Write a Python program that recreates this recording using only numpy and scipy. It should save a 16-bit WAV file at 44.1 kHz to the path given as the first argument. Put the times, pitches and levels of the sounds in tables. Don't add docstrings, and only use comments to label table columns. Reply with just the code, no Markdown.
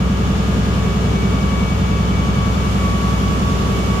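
import sys
import numpy as np
from scipy import signal
from scipy.fft import rfft, irfft
from scipy.io import wavfile
from scipy.ndimage import map_coordinates

SR = 44100
rng = np.random.default_rng(int(sys.argv[2]) if len(sys.argv) > 2 else 0)


def transcribe(signal):
    frames = np.atleast_2d(signal).T
    limited = np.clip(frames, -1, 1)
    pcm = np.round(limited * 32767).astype(np.int16)
    wavfile.write(sys.argv[1], SR, pcm)


N = 176400
TURN_HZ = 10.5832


def undb(db):
    return 10 ** (np.asarray(db) / 20)


def times():
    return np.arange(N) / SR


def curve(table, column=1):
    rows = np.array(table)
    return np.interp(times(), rows[:, 0], rows[:, column])


def colour(x, table):
    rows, hz = np.array(table), np.arange(N // 2 + 1) * SR / N
    gain_db = np.interp(np.log(np.maximum(hz, 1)), np.log(rows[:, 0]), rows[:, 1])
    return irfft(rfft(x) * undb(gain_db), N)


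def walk(corner_hz):
    hz = np.arange(N // 2 + 1) * SR / N
    drift = irfft(rfft(rng.standard_normal(N)) * (hz > 0) / (1 + (hz / corner_hz) ** 2), N)
    return drift / drift.std()


def room(pair):
    # (frequency [Hz], side minus mid [dB])
    width = [(25, -8), (70, -19), (130, -6), (200, -6), (300, -7), (500, -5.5), (800, -1.5), (1250, 3.5),
             (2000, -0.5), (15000, 1)]
    # (frequency [Hz], left minus right [dB])
    balance = [(100, 0.5), (300, -0.5), (1200, 2), (3000, 1.5), (6000, 2), (9000, -1.5), (14000, -2)]
    mid, side = pair[0], colour(pair[1], width)
    return np.array([colour(mid + sign * side, [(hz, sign * db / 2) for hz, db in balance])
                     for sign in (1, -1)])


def tone(phase, scatter_db=-13, flutter_hz=11):
    scatter = undb(scatter_db) * (walk(flutter_hz) + 1j * walk(flutter_hz)) / np.sqrt(2)
    return np.sqrt(2 / (1 + undb(scatter_db) ** 2)) * np.real((1 + scatter) * np.exp(1j * phase))


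def standing_waves(phase, levels, lean, scatter_db):
    rows = np.array(levels)
    shared, opposed = (np.interp(times(), rows[:, 0], undb(db)) for db in rows.T[1:])
    shared = shared * tone(phase, scatter_db)
    opposed = opposed * tone(phase + np.arccos(np.clip(lean, -1, 1)), scatter_db)
    return np.array([shared + opposed, shared - opposed])


def air_rush(pulse_db=.5):
    # (frequency [Hz], base density [dB/Hz])
    spectrum = [(20, -76), (36, -66), (50, -78), (70, -58), (90, -42.5), (110, -45), (150, -48), (190, -51),
                (250, -50), (320, -57.5), (450, -56.5), (600, -61), (800, -65.5), (1000, -66),
                (1200, -64.5), (1500, -71.5), (2100, -72.5), (2500, -72), (2950, -68.5), (3250, -74),
                (3430, -70), (3800, -76.5), (5000, -78.5), (6400, -79), (6900, -78), (7900, -86.5),
                (9500, -90.5), (12500, -93), (13300, -94.5), (15500, -99)]
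    # (time [s], gain [dB])
    drift = [(0, -2.5), (.35, 0), (1.3, -0.3), (1.9, -1), (2.6, 0), (3.2, 0.05), (3.7, 0.9), (4, .5)]
    noise = rng.standard_normal((2, N)) * np.sqrt(SR / 2)
    pulse = np.cos(2 * np.pi * TURN_HZ * times())
    return room(colour(noise * undb(curve(drift) + pulse_db * pulse), spectrum))


def boiling(bubbles_per_s=6000, spread_db=2., surge_db=.2, surge_hz=5):
    # (frequency [Hz], base density [dB/Hz])
    spectrum = [(1500, -99), (3000, -91), (5000, -80.5), (7000, -82), (8500, -88), (11500, -87.5),
                (13500, -97), (15500, -105)]
    # (time [s], left gain [dB], right gain [dB])
    fizz_gain = [(0, -7, -7), (.3, -5, -6), (1.4, -3.5, -9), (2.4, -6, -9), (2.75, -1, 3), (3.3, -4, 2),
                 (4, -4, 2.5)]
    # (frequency [Hz], width [Hz], base level [dB])
    ring_bands = [(12805, 40, -73), (12870, 50, -68), (13570, 30, -76), (13965, 20, -74),
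                  (14080, 20, -73.5), (14690, 25, -77)]
    # (time [s], gain [dB])
    ring_gain = [(0, -2), (.2, 1), (.45, -1), (.65, 2.5), (1, -2), (1.5, -4), (1.82, 1), (2.2, -4),
                 (2.75, 4), (3.05, 2), (3.22, 11), (3.42, 2), (3.6, 0), (3.73, 8), (4, 1)]
    pops = (rng.random((2, N)) < bubbles_per_s / SR) * rng.standard_normal((2, N))
    pops *= undb(spread_db * np.minimum(rng.exponential(size=(2, N)), 5))
    fizz = colour(pops / pops.std() * np.sqrt(SR / 2), spectrum)
    fizz *= undb(np.array([curve(fizz_gain, 1), curve(fizz_gain, 2)]) + surge_db * walk(surge_hz))
    rings = np.zeros((2, N))
    for hz, width_hz, db in ring_bands:
        gain = undb(db + curve(ring_gain) + .5 * walk(4))
        flicker = np.array([walk(width_hz / 2), walk(width_hz / 2)])
        rings += gain * flicker * np.sqrt(2) * np.cos(2 * np.pi * hz * times())
    return fizz + rings


def knocks(attack_s=.0033):
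    # (time [s], peak before attack shaping [dB])
    hits = [(0.497, -15), (1.536, -15.5)]
    # (frequency [Hz], relative level [dB], t60 [s])
    modes = [(372, -5, .07), (444, -2, .08), (535, -6, .06), (640, -11, .05)]
    out = np.zeros(N)
    for start_s, db in hits:
        age_s = np.maximum(times() - start_s, 0)
        ring = sum(undb(mode_db - 60 * age_s / t60_s) * np.sin(2 * np.pi * hz * age_s)
                   for hz, mode_db, t60_s in modes)
        out += undb(db) * ring / np.abs(ring).max() * (1 - np.exp(-age_s / attack_s))
    return out


def pump_clatter(uneven_db=2.):
    # (frequency [Hz], base density [dB/Hz])
    spectrum = [(60, -112), (240, -64), (295, -57.5), (400, -63.5), (520, -63.5), (680, -63), (850, -68.5),
                (1000, -67.5), (1200, -71), (1400, -73), (2000, -77), (3000, -76), (4500, -86.5),
                (9000, -108)]
    turn_samples = int(SR / TURN_HZ)
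    shape = (2, turn_samples // 2 + 1)
    harmonics = undb(uneven_db * rng.standard_normal(shape)) * np.exp(2j * np.pi * rng.random(shape))
    turn = irfft(harmonics, turn_samples)
    turn = turn / turn.std() * np.sqrt(SR / 2)
    position = (times() * TURN_HZ) % 1 * turn_samples
    rattle = np.array([map_coordinates(channel, [position], mode="grid-wrap") for channel in turn])
    return room(colour(rattle, spectrum))


def pump_throb(stroke_s=.0044, trim_db=-.5, waver_db=.8, side_db_at_150hz=-18.5):
    # (multiple of the turn rate, base level [dB])
    harmonics = [(4, -40.6), (5, -31.7), (6, -21.6), (7, -34.6), (8, -29.2), (9, -32.4), (10, -28.9),
                 (11, -42.8), (12, -34.2), (13, -29.8), (14, -34.3), (15, -33.9), (16, -45.4), (17, -25.8),
                 (18, -32.2), (19, -27.7), (20, -35.7), (21, -36.9), (22, -38.5), (23, -38.9)]
    # (frequency [Hz], width [Hz])
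    housing = [(63.5, 5), (72.9, 11), (104.4, 4), (122, 6), (154.2, 12.8), (195.3, 21)]
    # (time [s], gain at 200 Hz [dB])
    tilt = [(0, 2), (2.2, 1), (3.2, 0.5), (4, -0.5)]
    out = np.zeros((2, N))
    for order, db in harmonics:
        hz = order * TURN_HZ
        lag_rad = sum(2 * np.arctan((hz ** 2 - mode_hz ** 2) / (hz * width_hz))
                      for mode_hz, width_hz in housing)
        phase = 2 * np.pi * hz * (times() - stroke_s) - lag_rad
        side = undb(side_db_at_150hz) * hz / 150 * np.sin(phase) * rng.choice([-1, 1])
        level_db = db + trim_db + curve(tilt) * hz / 200 + waver_db * walk(8.4)
        out += np.sqrt(2) * undb(level_db) * (np.cos(phase) + np.array([side, -side]))
    return out


def motor_hum(hum_hz=387.4, hum_ear_lag_rad=1.25, waver_db=1.2):
    # (frequency [Hz], level [dB], left minus right [dB], phase between ears [rad])
    tones = [(49.1, -50, 0, 0), (196.6, -37.5, 0, .3), (305, -44, 0, .6), (393, -46, 0, .8),
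             (442.2, -36.5, 4, .8), (540.6, -49, 0, .8), (885.5, -47.5, 0, 1.1), (974, -51, 0, 1.1),
             (1230.6, -39.8, 0, 1.5), (1280.6, -48.5, 2, 1), (1330, -45, 2, 1.7), (1430.6, -46.5, 0, 1.6),
             (1654, -46.5, 3, 1), (1770, -54.5, 2, 1.3), (3015, -53.5, 0, 1.3), (3418, -58, 0, .9),
             (4425, -63, 0, .9), (4530, -64, 0, .9), (5415, -63, 0, .9), (5650, -63, 0, .9)]
    # (time [s], level [dB])
    hum_level = [(0, -40), (.8, -41.5), (1.25, -31.5), (1.8, -49), (2.7, -45), (3.3, -37.5), (3.8, -31.5),
                 (4, -30.5)]
    t, out = times(), np.zeros((2, N))
    for ear, sign in enumerate((1, -1)):
        for hz, db, pan_db, lag_rad in tones:
            level_db = db + sign * pan_db / 2 + waver_db * walk(.46)
            out[ear] += undb(level_db) * tone(2 * np.pi * hz * t + ear * lag_rad)
        hum = tone(2 * np.pi * hum_hz * t + ear * hum_ear_lag_rad)
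        out[ear] += undb(curve(hum_level) + sign) * hum
    return out


def motor_whine(whine_hz=1130.3, belt_swing_rad=.24, pulse_db=.8, octave_trim_db=.2, flicker_db=.8):
    # (time [s], in-phase level [dB], antiphase level [dB])
    whine_levels = [(0, -48, -39), (.12, -39, -46), (.2, -49, -42), (.25, -36.5, -43), (.4, -46, -41),
                    (.6, -48, -41), (.7, -40, -45), (.9, -36, -42), (.99, -51, -39), (1.16, -42, -36),
                    (1.25, -45, -44), (1.35, -38, -39), (1.43, -43, -36), (1.5, -33.5, -37),
                    (1.62, -39, -35), (1.83, -50, -38), (1.97, -36, -36), (2.08, -48, -32),
                    (2.17, -48, -36), (2.26, -32.5, -30.5), (2.32, -52, -34), (2.45, -30, -29),
                    (2.52, -44, -31), (2.6, -46, -34), (2.65, -36, -30), (2.76, -50, -35),
                    (2.86, -28.5, -28.5), (2.96, -35, -32), (3.02, -31.5, -31), (3.11, -31, -30),
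                    (3.16, -42, -33), (3.23, -39, -32), (3.3, -32, -30), (3.39, -45, -32), (3.44, -38, -31),
                    (3.5, -29, -29), (3.58, -38, -32), (3.66, -34, -31), (3.75, -33.5, -33),
                    (3.83, -46, -35), (3.92, -30.5, -33), (4, -31, -34)]
    # (time [s], in-phase base level [dB], antiphase base level [dB])
    octave_levels = [(0, -43, -48), (.2, -49, -48), (.72, -52, -47), (.85, -43, -44), (.98, -47, -44),
                     (1.14, -41.5, -48), (1.38, -39, -48), (1.66, -37.5, -43), (1.8, -45, -47),
                     (1.94, -39, -46), (2.04, -42, -43), (2.09, -50, -43), (2.15, -39, -46),
                     (2.3, -41.5, -43), (2.36, -40, -44), (2.54, -42, -48), (2.7, -43.5, -46),
                     (2.84, -40.5, -46), (2.94, -48, -41), (3.02, -44, -46), (3.1, -52, -43),
                     (3.15, -41.5, -38), (3.3, -46, -47), (3.36, -45, -43), (3.48, -53, -45),
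                     (3.72, -46, -46), (3.8, -36, -43), (3.87, -40, -43), (3.96, -47, -42), (4, -43, -40)]
    lean = [(0, -.3, .6), (.9, -0.082, -.5), (1.3, 0.81, 0.18), (1.9, .8, 0.79), (2.25, -0.47, .8),
            (2.45, .5, .6), (2.8, .1, 0), (3.05, 0, 0.38), (3.25, -.6, -1.3), (4, -0.89, -0.87)]
    load = np.sin(2 * np.pi * TURN_HZ * times())
    phase = 2 * np.pi * whine_hz * times() + belt_swing_rad * load
    whine = standing_waves(phase, whine_levels, curve(lean, 1), scatter_db=-17)
    octave_gain = undb(octave_trim_db + flicker_db * walk(28))
    octave = standing_waves(2 * phase, octave_levels, curve(lean, 2), scatter_db=-10)
    return undb(pulse_db * load) * whine + octave_gain * octave


def scene():
    pump = pump_throb() + pump_clatter() + knocks()
    return pump + motor_hum() + motor_whine() + air_rush() + boiling()


def record(dry):
    fade_s, cutoff_hz = .004, 15700
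    lowpass = signal.ellip(12, .1, 80, cutoff_hz, fs=SR, output="sos")
    return signal.sosfilt(lowpass, dry * np.minimum(times() / fade_s, 1))


dry = scene()
out = record(dry)
transcribe(out)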